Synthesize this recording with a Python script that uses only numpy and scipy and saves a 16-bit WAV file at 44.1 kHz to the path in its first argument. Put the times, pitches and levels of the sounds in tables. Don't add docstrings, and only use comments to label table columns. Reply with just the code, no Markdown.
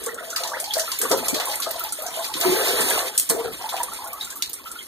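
import sys
import numpy as np
from scipy import signal
from scipy.fft import rfft, irfft, next_fast_len
from scipy.io import wavfile
from scipy.ndimage import uniform_filter1d, map_coordinates

SR = 44100
rng = np.random.default_rng(int(sys.argv[2]) if len(sys.argv) > 2 else 0)


def transcribe(signal):
    frames = np.atleast_2d(signal).T
    limited = np.clip(frames, -1, 1)
    pcm = np.round(limited * 32767).astype(np.int16)
    wavfile.write(sys.argv[1], SR, pcm)


def level_to_linear(level):
    exponent = np.asarray(level, float) / 20
    return 10 ** exponent


N = 214882

# [t/s, level/dB]
RUNOFF = [(0.0, -40), (0.32, -41.5), (0.45, -40.5), (1.48, -33.5), (1.86, -41), (2.06, -39.5),
          (2.33, -39.5), (2.45, -27), (2.7, -25.5), (2.99, -26), (3.15, -37.5), (3.35, -42.5), (3.49, -41),
          (3.82, -38.5), (4.1, -43), (4.38, -47), (4.72, -45.5), (4.87, -42)]


def unit(x):
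    return x / np.sqrt(np.mean(x ** 2) + 1e-20)


def along(points, hz):
    f, v = np.transpose(points)
    return np.interp(np.log(hz + 1), np.log(f + 1), v)


def bell(hz, centre_hz, width):
    return np.exp(-(np.log((hz + 1) / centre_hz) / width) ** 2)


def curves(rows):
    s, *cols = np.transpose(rows)
    return [np.interp(np.arange(N) / SR, s, c) for c in cols]


def wobble(rate):
    knots = rng.standard_normal(int(N * rate / SR) + 4)
    return map_coordinates(knots, [np.arange(N) * rate / SR])


def filtered(x, response):
    m = next_fast_len(N + 8192)
    return irfft(rfft(x, m) * response(np.fft.rfftfreq(m, 1 / SR)), m)[..., :N]


def rush(spectrum, patchy_db):
    z = signal.stft(rng.standard_normal(N + 512), nperseg=256)[2]
    field = uniform_filter1d(rng.standard_normal(z.shape), size=6, axis=0)
    field = uniform_filter1d(field, size=8, axis=1)
    x = signal.istft(z * level_to_linear(patchy_db * unit(field)), nperseg=256)[1][:N]
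    return unit(filtered(x, lambda hz: level_to_linear(along(spectrum, hz))))


def bubbles(peak_s, hz, db, length, rise, size):
    t = np.arange(size) / SR
    peak_s, hz, db, life = (np.asarray(v)[:, None] for v in (peak_s, hz, db, length / 2.0))
    u = t / life
    swell = 1 - np.exp(-u / 0.34)
    phase = 2 * np.pi * hz * t * (1 + rise * (.5 * u - 1))
    ring = level_to_linear(db + 6.5) * swell * np.exp(-.8 * u) * np.sin(phase)
    start = np.round(np.maximum(peak_s - .6 * life, 0) * SR).astype(int)
    at = start + np.arange(size)
    return np.bincount(at.ravel(), ring.ravel(), N + SR)[:N]


def swarm(count, centre_hz, spread, cycles, scatter_db, rise, size):
    when, tone, big = rng.random((count, 3)).T
    at = (when * (N - 1)).astype(int)
    hz = np.clip(centre_hz[at] * np.exp(spread * (2 * tone - 1)), 150, 15000)
    db = -scatter_db * np.log(1 - .99 * big)
    return unit(bubbles(at / SR, hz, db, cycles / hz, rise, size))


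def room_hum():
    # [f/Hz, level per Hz/dB]
    hum_spectrum = [(15, -9), (40, 17), (65, 8.5), (150, -10.5), (300, 6), (800, -5), (1400, -11),
                    (2200, -72)]
    return level_to_linear(-54.5) * rush(hum_spectrum, patchy_db=0.5)


def tiles(x):
    # [f/Hz, T60/s]
    decay_s = [(300, 0.18), (2000, 0.17), (10000, 0.082)]
    hz, t, z = signal.stft(rng.standard_normal(SR // 2), SR, nperseg=256)
    decay = level_to_linear(-60 * t / along(decay_s, hz)[:, None])
    tail = signal.istft(z * decay, SR, nperseg=256)[1]
    return signal.fftconvolve(x, np.pad(tail, (150, 0)) / np.linalg.norm(tail))[:N]


def spray():
    # [f/Hz, level per Hz/dB]
    spray_spectrum = [(500, -47), (1200, -3.5), (2500, 5), (4500, 2), (6200, -3), (10000, 2.5), (15000, -3)]
    spray_db = curves(RUNOFF)[0]
    thin = np.clip((-26 - spray_db) / 8, .3, 1)
    foam = swarm(count=6000, centre_hz=np.full(N, 7500.), spread=1.0, cycles=2.5,
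                 scatter_db=9.0, rise=0.0057, size=96)
    spurts = level_to_linear(thin * (2.2 * wobble(12) + 2.2 * wobble(45)))
    hiss = thin * rush(spray_spectrum, patchy_db=2.2)
    hiss += np.sqrt(1 - thin ** 2) * rush(spray_spectrum, patchy_db=1.1)
    return level_to_linear(spray_db + 1.0) * spurts * (hiss + .2 * foam)


def wash():
    # [f/Hz, level per Hz/dB]
    wash_spectrum = [(200, -20), (350, 3), (700, -1.5), (1500, -10), (2300, -6), (3500, -32)]
    return level_to_linear(-51 + 2.1 * (curves(RUNOFF)[0] + 32.5)) * rush(wash_spectrum, patchy_db=2.9)


def splats():
    # [t/s, peak level/dB, centre f/Hz]
    handfuls = [(0.3625, -27, 1320), (0.446, -31, 910), (0.757, -26, 694), (0.876, -31.5, 1210),
                (1.013, -24, 1510), (1.05, -28, 1200), (1.11, -20, 1000), (1.399, -20, 1620),
                (1.665, -27, 770), (2.43, -19.5, 1100), (2.545, -31, 1000), (2.67, -25, 1500),
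                (2.785, -16, 1760), (2.975, -37, 1110), (3.294, -20.5, 1350), (3.44, -33, 860),
                (3.6, -33, 920), (3.722, -24, 1000), (3.8, -28.5, 1190), (0.063, -30, 1190),
                (0.175, -34, 1510)]
    rise_s, t60_s, width = .002, 0.14, 0.67
    t = np.arange(8192) / SR
    hz = np.fft.rfftfreq(len(t), 1 / SR)
    out = np.zeros(N + len(t))
    for s, db, centre_hz in handfuls:
        burst = unit(irfft(rfft(rng.standard_normal(len(t))) * bell(hz, centre_hz, width)))
        envelope = level_to_linear(db - 6.5 - 60 * t / t60_s) * (1 - np.exp(-t / rise_s))
        out[round(s * SR):][:len(t)] += envelope * burst
    return out[:N]


def slaps():
    plops = [(0.3612, -16, 4550), (0.4344, -20, 4070), (0.4741, -24, 5800), (0.641, -22, 4370),
             (0.7056, -44, 3360), (0.737, -17, 5040), (0.795, -16, 5700), (0.9168, -18, 4600),
             (1.015, -13, 8500), (1.1142, -13, 5300), (1.399, -19, 3870), (1.513, -22.5, 4440),
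             (1.89, -29.5, 4800), (2.0642, -23.5, 6050), (2.3387, -21, 3740), (2.4113, -18, 3640),
             (3.441, -33.5, 3880), (3.69, -23.5, 3820), (4.211, -28.5, 4220), (4.2452, -28, 7900),
             (4.3023, -27, 7300), (4.4228, -19.5, 4120), (4.79, -52, 3260), (0.302, -24.5, 6660),
             (1.76, -28.5, 3900), (2.223, -30, 3480), (2.55, -48, 4130), (2.682, -16.5, 4100),
             (3.1058, -51, 3030), (4.4937, -38, 4500), (2.243, -21.5, 4320), (1.634, -24, 3900),
             (1.706, -26.5, 4200), (2.14, -28.5, 3370), (3.765, -25.5, 3270)]
    spits = [(0.037, -24.5, 8700), (0.061, -21.5, 8100), (0.143, -29.5, 8100), (0.6, -18, 9300),
             (0.7802, -18, 8800), (0.988, -17, 13400), (1.0969, -20, 9200), (1.2825, -13, 7600),
             (1.454, -20.5, 9700), (1.483, -22, 8950), (1.554, -20.5, 9450), (1.6005, -20, 10600),
             (1.705, -35, 12100), (1.839, -25.5, 13800), (1.923, -18, 9050), (2.021, -23.5, 11700),
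             (2.8993, -15, 8900), (3.177, -7, 8800), (3.8307, -20.5, 9300), (3.9213, -33, 10500),
             (3.934, -25, 9450), (4.041, -28.5, 10400), (4.073, -26, 11500), (4.13, -24, 12300),
             (4.494, -26.5, 13500), (4.5316, -21, 9300), (4.7143, -25.5, 8950), (4.826, -31, 8800),
             (1.1733, -21, 10700), (1.2577, -26, 11600), (1.6893, -28, 9530), (1.7946, -21, 13800),
             (2.1939, -27, 8840), (2.2757, -26.5, 8670), (2.807, -14.5, 8800), (3.731, -27.5, 8880)]
    snaps = [(1.118, -14, 3800), (1.284, -15.5, 7100), (1.5565, -19, 9500), (1.7105, -14, 13000),
             (1.8387, -15.5, 13800), (3.1785, -10.5, 9000), (3.1975, -5, 8900), (2.412, -12.5, 3600),
             (1.5, -20.5, 3100), (3.2984, -4.5, 9400), (3.8327, -13, 9300), (4.4234, -9.5, 4200),
             (.7372, -12, 4300), (.3626, -19.5, 3600)]
    sheets = [
        (1.342, -15.5, 4070),
        (1.62, -17.5, 4300),
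        (2.4, -16.5, 14000),
        (3.762, -22.5, 2440),
        (4.354, -24, 12400),
        (3.2905, -12.5, 8400),
        (2.6, -30, 5400),
    ]
    plop, spit = (.25, 1000), (0.047, 2550)
    landings = [(*row, *plop, 1, 1) for row in plops] + [(*row, *spit, 1, 1) for row in spits]
    landings += [(*row, *spit, 4.1, 1) for row in snaps]
    landings += [(*row, *plop, 1, 6.3) for row in sheets]
    size = 8192
    hz = np.fft.rfftfreq(size, 1 / SR)
    out = np.zeros((2, N + size))
    lumps = np.pad(level_to_linear(2.5 * wobble(250)), (0, size))
    for s, db, centre_hz, t60_s, low_hz, pace, slows in landings:
        start = round(s * SR)
        t = pace * np.arange(size) / SR
        breadth = np.clip(0.81 * level_to_linear(0.32 * (db + 16.0)), .1, .9)
        skirt = hz ** 2 / (hz ** 2 + low_hz ** 2) * (0.46 + bell(hz, centre_hz, .8))
        colour = bell(hz, centre_hz, 0.16) + breadth * skirt
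        both, left, right = unit(irfft(rfft(rng.standard_normal((3, size))) * colour))
        tick = 0.62 * level_to_linear(-60 * t / 0.026) + 0.27 * level_to_linear(-60 * t / 0.18)
        tail_s = np.clip(t60_s * level_to_linear(0.38 * (db + 44.0)), .04, .3)
        tail = 0.34 * level_to_linear(-60 * t / tail_s) * lumps[start:][:size]
        rise_s = np.clip(slows * 0.00047 * level_to_linear(-0.52 * (db + 19)), 5e-5, .006)
        noise = both + 1.616 * np.array([left, right])
        sound = noise * (tick + tail) * (1 - np.exp(-t / rise_s))
        out[:, start:][:, :size] += level_to_linear(db - 7.5) * sound
    return out[:, :N]


def shove(surge_db):
    # [f/Hz, level per Hz/dB]
    thud_spectrum = [(35, -50), (70, -8), (110, -10), (180, -6), (280, 4), (380, 0.5), (800, -67)]
    # [t/s, push level/dB]
    plunges = [
        (1.016, -37.5),
        (1.107, -29),
        (1.31, -52),
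        (2.34, -50),
        (2.46, -56),
        (2.801, -35),
        (3.294, -40),
        (3.44, -36.5),
        (3.885, -48),
        (4.2, -51.5),
    ]
    rise_s, t60_s = 0.0039, 0.38
    push = np.hypot(level_to_linear(-57 + surge_db + 30), level_to_linear(-64))
    for s, db in plunges:
        t = np.clip(np.arange(N) / SR - s, 0, 2)
        push = np.hypot(push, level_to_linear(db - 60 * t / t60_s) * np.clip(t / rise_s, 0, 1))
    return push * level_to_linear(1.2 * wobble(20)) * rush(thud_spectrum, patchy_db=1.2)


def froth(surge_db):
    churn = swarm(count=3500, centre_hz=np.full(N, 950), spread=0.75, cycles=5.054,
                  scatter_db=2.5, rise=.05, size=600)
    runoff_feed = level_to_linear(-47 + 1.81 * (curves(RUNOFF)[0] + 32.5))
    return np.hypot(runoff_feed, level_to_linear(surge_db - 11.5)) * churn


def trickle(surge_db):
    small = swarm(count=900, centre_hz=1257 * np.exp(0.19 * wobble(8)), spread=0.24, cycles=7.8,
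                  scatter_db=4.0, rise=.05, size=1800)
    return np.hypot(level_to_linear(surge_db - 9), level_to_linear(curves(RUNOFF)[0] - 17.5)) * small


def drips():
    # [t of maximum/s, peak level/dB, f/Hz]
    blips = [(0.069, -25.5, 1115), (0.093, -23, 1894), (0.185, -23, 1430), (0.331, -24.5, 1430),
             (0.371, -22.5, 1287), (0.451, -24.5, 966), (0.521, -22, 1155), (0.68, -27, 825),
             (0.71, -15, 3325), (0.738, -16, 4300), (0.788, -22, 1840), (0.881, -23, 1314),
             (0.921, -27.5, 1057), (1.042, -25.5, 1460), (1.055, -17, 1160), (1.114, -26, 1180),
             (1.402, -32, 760), (1.506, -24, 826), (1.664, -24.5, 1230), (1.81, -23.5, 1337),
             (2.45, -19.5, 1016), (3.305, -16, 4240), (3.644, -21.5, 874), (3.805, -18, 950),
             (3.992, -27.5, 1000), (4.022, -28, 890), (4.212, -16.5, 3806), (4.661, -28.5, 1310),
             (4.76, -30, 1400), (4.791, -25.5, 3210), (0.836, -35, 950), (1.019, -28, 1650),
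             (1.182, -30, 1320), (1.289, -32, 1020), (1.385, -29, 1670), (1.442, -28, 1150),
             (1.542, -21, 2150), (1.601, -26.5, 1116), (1.634, -32, 1370), (1.926, -32.5, 1355),
             (2.198, -29, 1030), (2.794, -23, 1800), (2.912, -20.5, 1630), (3.303, -24, 1082),
             (3.605, -45, 1220), (3.685, -32, 940), (3.728, -26, 986), (3.807, -33, 1680),
             (3.845, -41, 940), (3.886, -27, 1150), (3.921, -29, 1333), (4.046, -27.5, 1067),
             (4.235, -39, 1070), (4.273, -34.5, 1374), (4.3, -42, 1400), (4.363, -32.5, 1174),
             (4.546, -50, 1390), (4.585, -41, 1380), (4.6, -39, 1070), (4.711, -34.5, 1350)]
    s, db, hz = np.transpose(blips)
    life_s = 0.01091 * (1e3 / hz) ** .6
    return bubbles(s, hz, db - 5.0, life_s, rise=0.034, size=3000)


def gliding_bubbles():
    # [t/s, peak level/dB, f/Hz,
    # climb as a share of f]
    glides = [(0.23, -46, 1540, 0.1), (0.378, -45, 1480, 0.38), (0.461, -42, 1810, 0.045),
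              (0.57, -35.5, 1540, 0.28), (0.632, -37, 760, 0.18), (0.54, -30, 1800, 0.24),
              (0.925, -41, 1000, 0.085), (1.23, -39, 830, 0.039), (1.335, -28.5, 302, 0.18),
              (2.3, -35, 880, 0.086), (2.119, -44, 1000, 0.042), (2.289, -39.5, 1100, 0.023),
              (2.37, -35.5, 1036, 0.033), (4.4, -51, 1270, 0.017), (4.066, -41, 1410, 0.036),
              (4.132, -37, 1200, 0.011), (4.189, -45, 1160, 0.0089), (4.142, -37, 1140, 0.011),
              (0.084, -38, 1380, 0.017), (.7, -36, 850, 0.011), (.19, -41, 1890, 0.064),
              (0.41, -45, 1300, .02), (0.79, -42, 1400, 0.019), (0.988, -34.5, 2220, .02),
              (1.298, -32.5, 2300, 0.018), (1.6, -39, 1400, .1), (2.5, -40, 2050, .05),
              (4.1, -39, 2300, 0.082), (3, -38, 1800, 0.02), (2.7, -29.5, 1900, 0.02),
              (4.81, -45, 2100, 0.017), (4.325, -46, 1600, 0.014), (0.135, -37, 460, .02),
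              (0.24, -37.5, 655, 0.021), (0.275, -38.5, 655, .02), (0.33, -40, 657, .02),
              (0.405, -36.5, 677, 0.033), (0.535, -37, 590, 0.018), (0.345, -39.5, 1553, 0.29),
              (0.815, -33, 648, .03), (1.165, -30, 502, 0.033), (2.57, -30.5, 482, .05),
              (2.7, -29.5, 449, .03), (2.87, -30, 430, 0.035), (2.93, -31, 461, 0.033),
              (4.165, -41.5, 1287, 0.022), (4.4, -45, 1335, 0.017), (4.68, -43, 1330, .02)]
    s, db, hz, climb = np.transpose(glides)
    return bubbles(s, hz, db + 2.5, 0.014 + 0.03 * climb, climb[:, None], size=3000)


def cup_surges():
    # [t/s, hold/s, level/dB, air pocket f/Hz]
    movements = [(-0.008, 0.326, -42, 477), (0.39, 0.17, -36, 648), (0.749, 0.03, -29.5, 585),
                 (1.016, 0.013, -30.5, 500), (1.105, 0.0062, -18, 518), (1.264, 0.26, -32.5, 620),
                 (1.638, 0.22, -38.5, 649), (1.991, 0.26, -38, 723), (2.359, 0.14, -41, 356),
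                 (2.56, 0.223, -33, 510), (2.771, 0.27, -33, 434), (3.291, 0.19, -35.5, 476),
                 (3.59, 0.078, -40, 826), (3.713, 0.15, -36, 847), (3.902, 0.036, -45, 497),
                 (3.997, 0.12, -41, 920), (4.137, 0.21, -48.5, 1000), (4.63, 0.12, -48.5, 1130)]
    rise_s, t60_s, climb_per_s = 0.0086, 0.33, 0.73
    s, hold, db, hz = np.transpose(movements)[:, :, None]
    t = np.arange(0, N, 64) / SR - s
    decay = level_to_linear(db - 60 * np.clip(t - hold, 0, 2) / t60_s)
    power = (decay * np.clip(t / rise_s, 1e-4, 1)) ** 2
    total = power.sum(0)
    pitch = hz * (1 + climb_per_s * np.clip(t, 0, hold))
    mean_hz = (power * pitch).sum(0) / total
    return curves(np.transpose([t[0] + s[0], 10 * np.log10(total), mean_hz]))


def cup_gulps(surge_db, pocket_hz):
    # [t of maximum/s, peak level/dB, f/Hz, length/s]
    gulps = [(0.073, -22.5, 464, 0.018), (0.211, -31, 640, 0.0089), (0.571, -26, 582, 0.0078),
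             (0.61, -30.5, 624, 0.0095), (0.771, -16, 634, 0.00805), (0.786, -34, 640, 0.011),
             (1.036, -21, 459, .017), (1.129, -15, 523, 0.0141), (1.145, -33, 507, 0.021),
             (1.351, -25, 442, .02), (1.368, -21, 604, 0.012), (1.403, -23.5, 726, 0.0055),
             (1.672, -17.5, 634, 0.0057), (1.759, -25, 678, 0.0085), (1.992, -28, 619, 0.012),
             (2.061, -22, 709, 0.0049), (2.174, -24, 636, 0.0051), (2.193, -23.5, 672, 0.016),
             (2.358, -27.5, 324, 0.019), (2.439, -19, 673, .01), (2.464, -14.5, 369.5, 0.036),
             (2.5, -16.5, 356.4, 0.0296), (2.52, -24.5, 385, 0.018), (2.8, -18, 443, 0.0088),
             (2.982, -16, 715, 0.0058), (3.315, -21.5, 460, 0.029), (3.35, -21, 427, 0.011),
             (3.386, -19.5, 456.5, 0.036), (3.461, -19.5, 444, 0.01), (3.743, -14.5, 767, 0.0054),
             (0.503, -31.5, 584, 0.011), (1.233, -23.5, 705, 0.0076), (1.496, -29, 866, 0.007),
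             (2.042, -28, 806, 0.0071), (2.422, -30, 696, 0.0104), (2.553, -21, 844, 0.0076),
             (2.621, -31, 756, .008), (2.665, -30, 746, 0.0074), (2.746, -22.5, 447, 0.013),
             (2.846, -26.5, 423, 0.013), (3.024, -30, 739, 0.007), (3.307, -23.5, 656, 0.0064),
             (3.366, -21.5, 670, 0.0088), (3.393, -28.5, 785, 0.0074), (3.449, -24.5, 756, 0.0065),
             (3.615, -30.5, 750, 0.012), (3.662, -34, 835, 0.0056), (1.006, -31, 434, 0.009),
             (3.92, -37, 900, 0.0058), (4.056, -32, 805, 0.011), (.02, -32.5, 436, 0.013)]
    s, db, hz, length = np.transpose(gulps)
    strong = bubbles(s, hz, db - 4.5, length + 0.00329, rise=0.02, size=6000)
    crowd = swarm(count=1500, centre_hz=pocket_hz, spread=0.286, cycles=6.99,
                  scatter_db=4.0, rise=.05, size=3000)
    return strong + level_to_linear(surge_db - 8.0) * crowd


def scattered(x):
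    # [f/Hz, level/dB]
    apart_db = [(60, 1), (300, 0), (700, -8), (2500, -7), (4000, -3), (7800, -3.5), (13000, -6)]
    hz, _, z = signal.stft(x * level_to_linear(1.5 * wobble(9)), SR, nperseg=512)
    drift = uniform_filter1d(rng.standard_normal((2,) + z.shape), size=3, axis=3)
    phase = np.exp(1j * np.angle(drift[0] + 1j * drift[1]))
    return signal.istft(z * phase * level_to_linear(along(apart_db, hz))[:, None], SR, nperseg=512)[1][:, :N]


def scene():
    surge_db, pocket_hz = cup_surges()
    air = wash() + splats() + shove(surge_db) + froth(surge_db) + trickle(surge_db)
    air += drips() + gliding_bubbles() + cup_gulps(surge_db, pocket_hz)
    hits = slaps()
    water = room_hum() + spray() + air
    reverberation = level_to_linear(-5.0) * tiles(air) + level_to_linear(-13.0) * tiles(hits.mean(0))
    near = np.tile(water + reverberation, (2, 1))
    return level_to_linear(1.5) * (near + scattered(near)) + hits


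def two_ports(x):
    # [f/Hz, phase/rad]
    turn_rad = [(60, -2.6), (150, -1.9), (300, -1.9), (500, -1.85), (800, -2.3), (1200, -3), (2000, -3.14)]
    # [f/Hz, level/dB]
    sides_db = [(60, -3), (150, -4.5), (300, 2), (700, 2), (1200, -.8), (6000, 0), (9000, -1.3), (14000, 0)]
    half = np.array([[-.5], [.5]])
    lag = 17

    def response(hz):
        lead = 2 * np.pi * hz * lag / SR + along(turn_rad, hz)
        edge = level_to_linear(-np.clip((hz - 15600) / 9, 0, 50)) * (hz < 16500)
        rumble_cut = hz ** 2 / (hz ** 2 + 40 ** 2)
        return np.exp(1j * half * lead) * level_to_linear(-half * along(sides_db, hz)) * edge * rumble_cut

    return filtered(x, response)


def thrifty(ports):
    # [f/Hz, gap/dB]
    gap_db = [(700, 16), (1300, 12), (2400, 4), (4200, 5), (5300, 4), (7800, 8.5), (10400, 9), (13000, 6)]
    frame, start = 2048, 235
    pair = np.array([ports[0] + ports[1], ports[0] - ports[1]]) / 2
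    pair = np.pad(pair, ((0, 0), (start, 0)))
    hz, _, z = signal.stft(pair, SR, window="cosine", nperseg=frame)
    band = np.sqrt(np.arange(z.shape[1]) * 3.5 + 140).astype(int)
    _, first, which = np.unique(band, return_index=True, return_inverse=True)
    power = np.add.reduceat(np.abs(z) ** 2, first, axis=1)
    fickle_db = 3 * unit(uniform_filter1d(rng.standard_normal(power.shape), size=2, axis=2))
    keep = power > power[::-1] * level_to_linear(-along(gap_db, hz[first])[:, None] + fickle_db) ** 2
    keep[:, :3] = True
    edge_hz = 15150 + 350 * unit(uniform_filter1d(rng.standard_normal(z.shape[2]), size=2))
    kept = z * keep[:, which] * (hz[:, None] < edge_hz)
    mid, side = signal.istft(kept, window="cosine", nperseg=frame)[1][:, start:][:, :N]
    return np.array([mid + side, mid - side])


def low_pass(x):
    return signal.sosfilt(signal.butter(12, 16630, fs=SR, output="sos"), x)


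def record(dry):
    held = dry / (1 + np.abs(dry / .68) ** 4) ** .25
    mix = thrifty(two_ports(held))
    return low_pass(mix)


dry = scene()
out = record(dry)
transcribe(out)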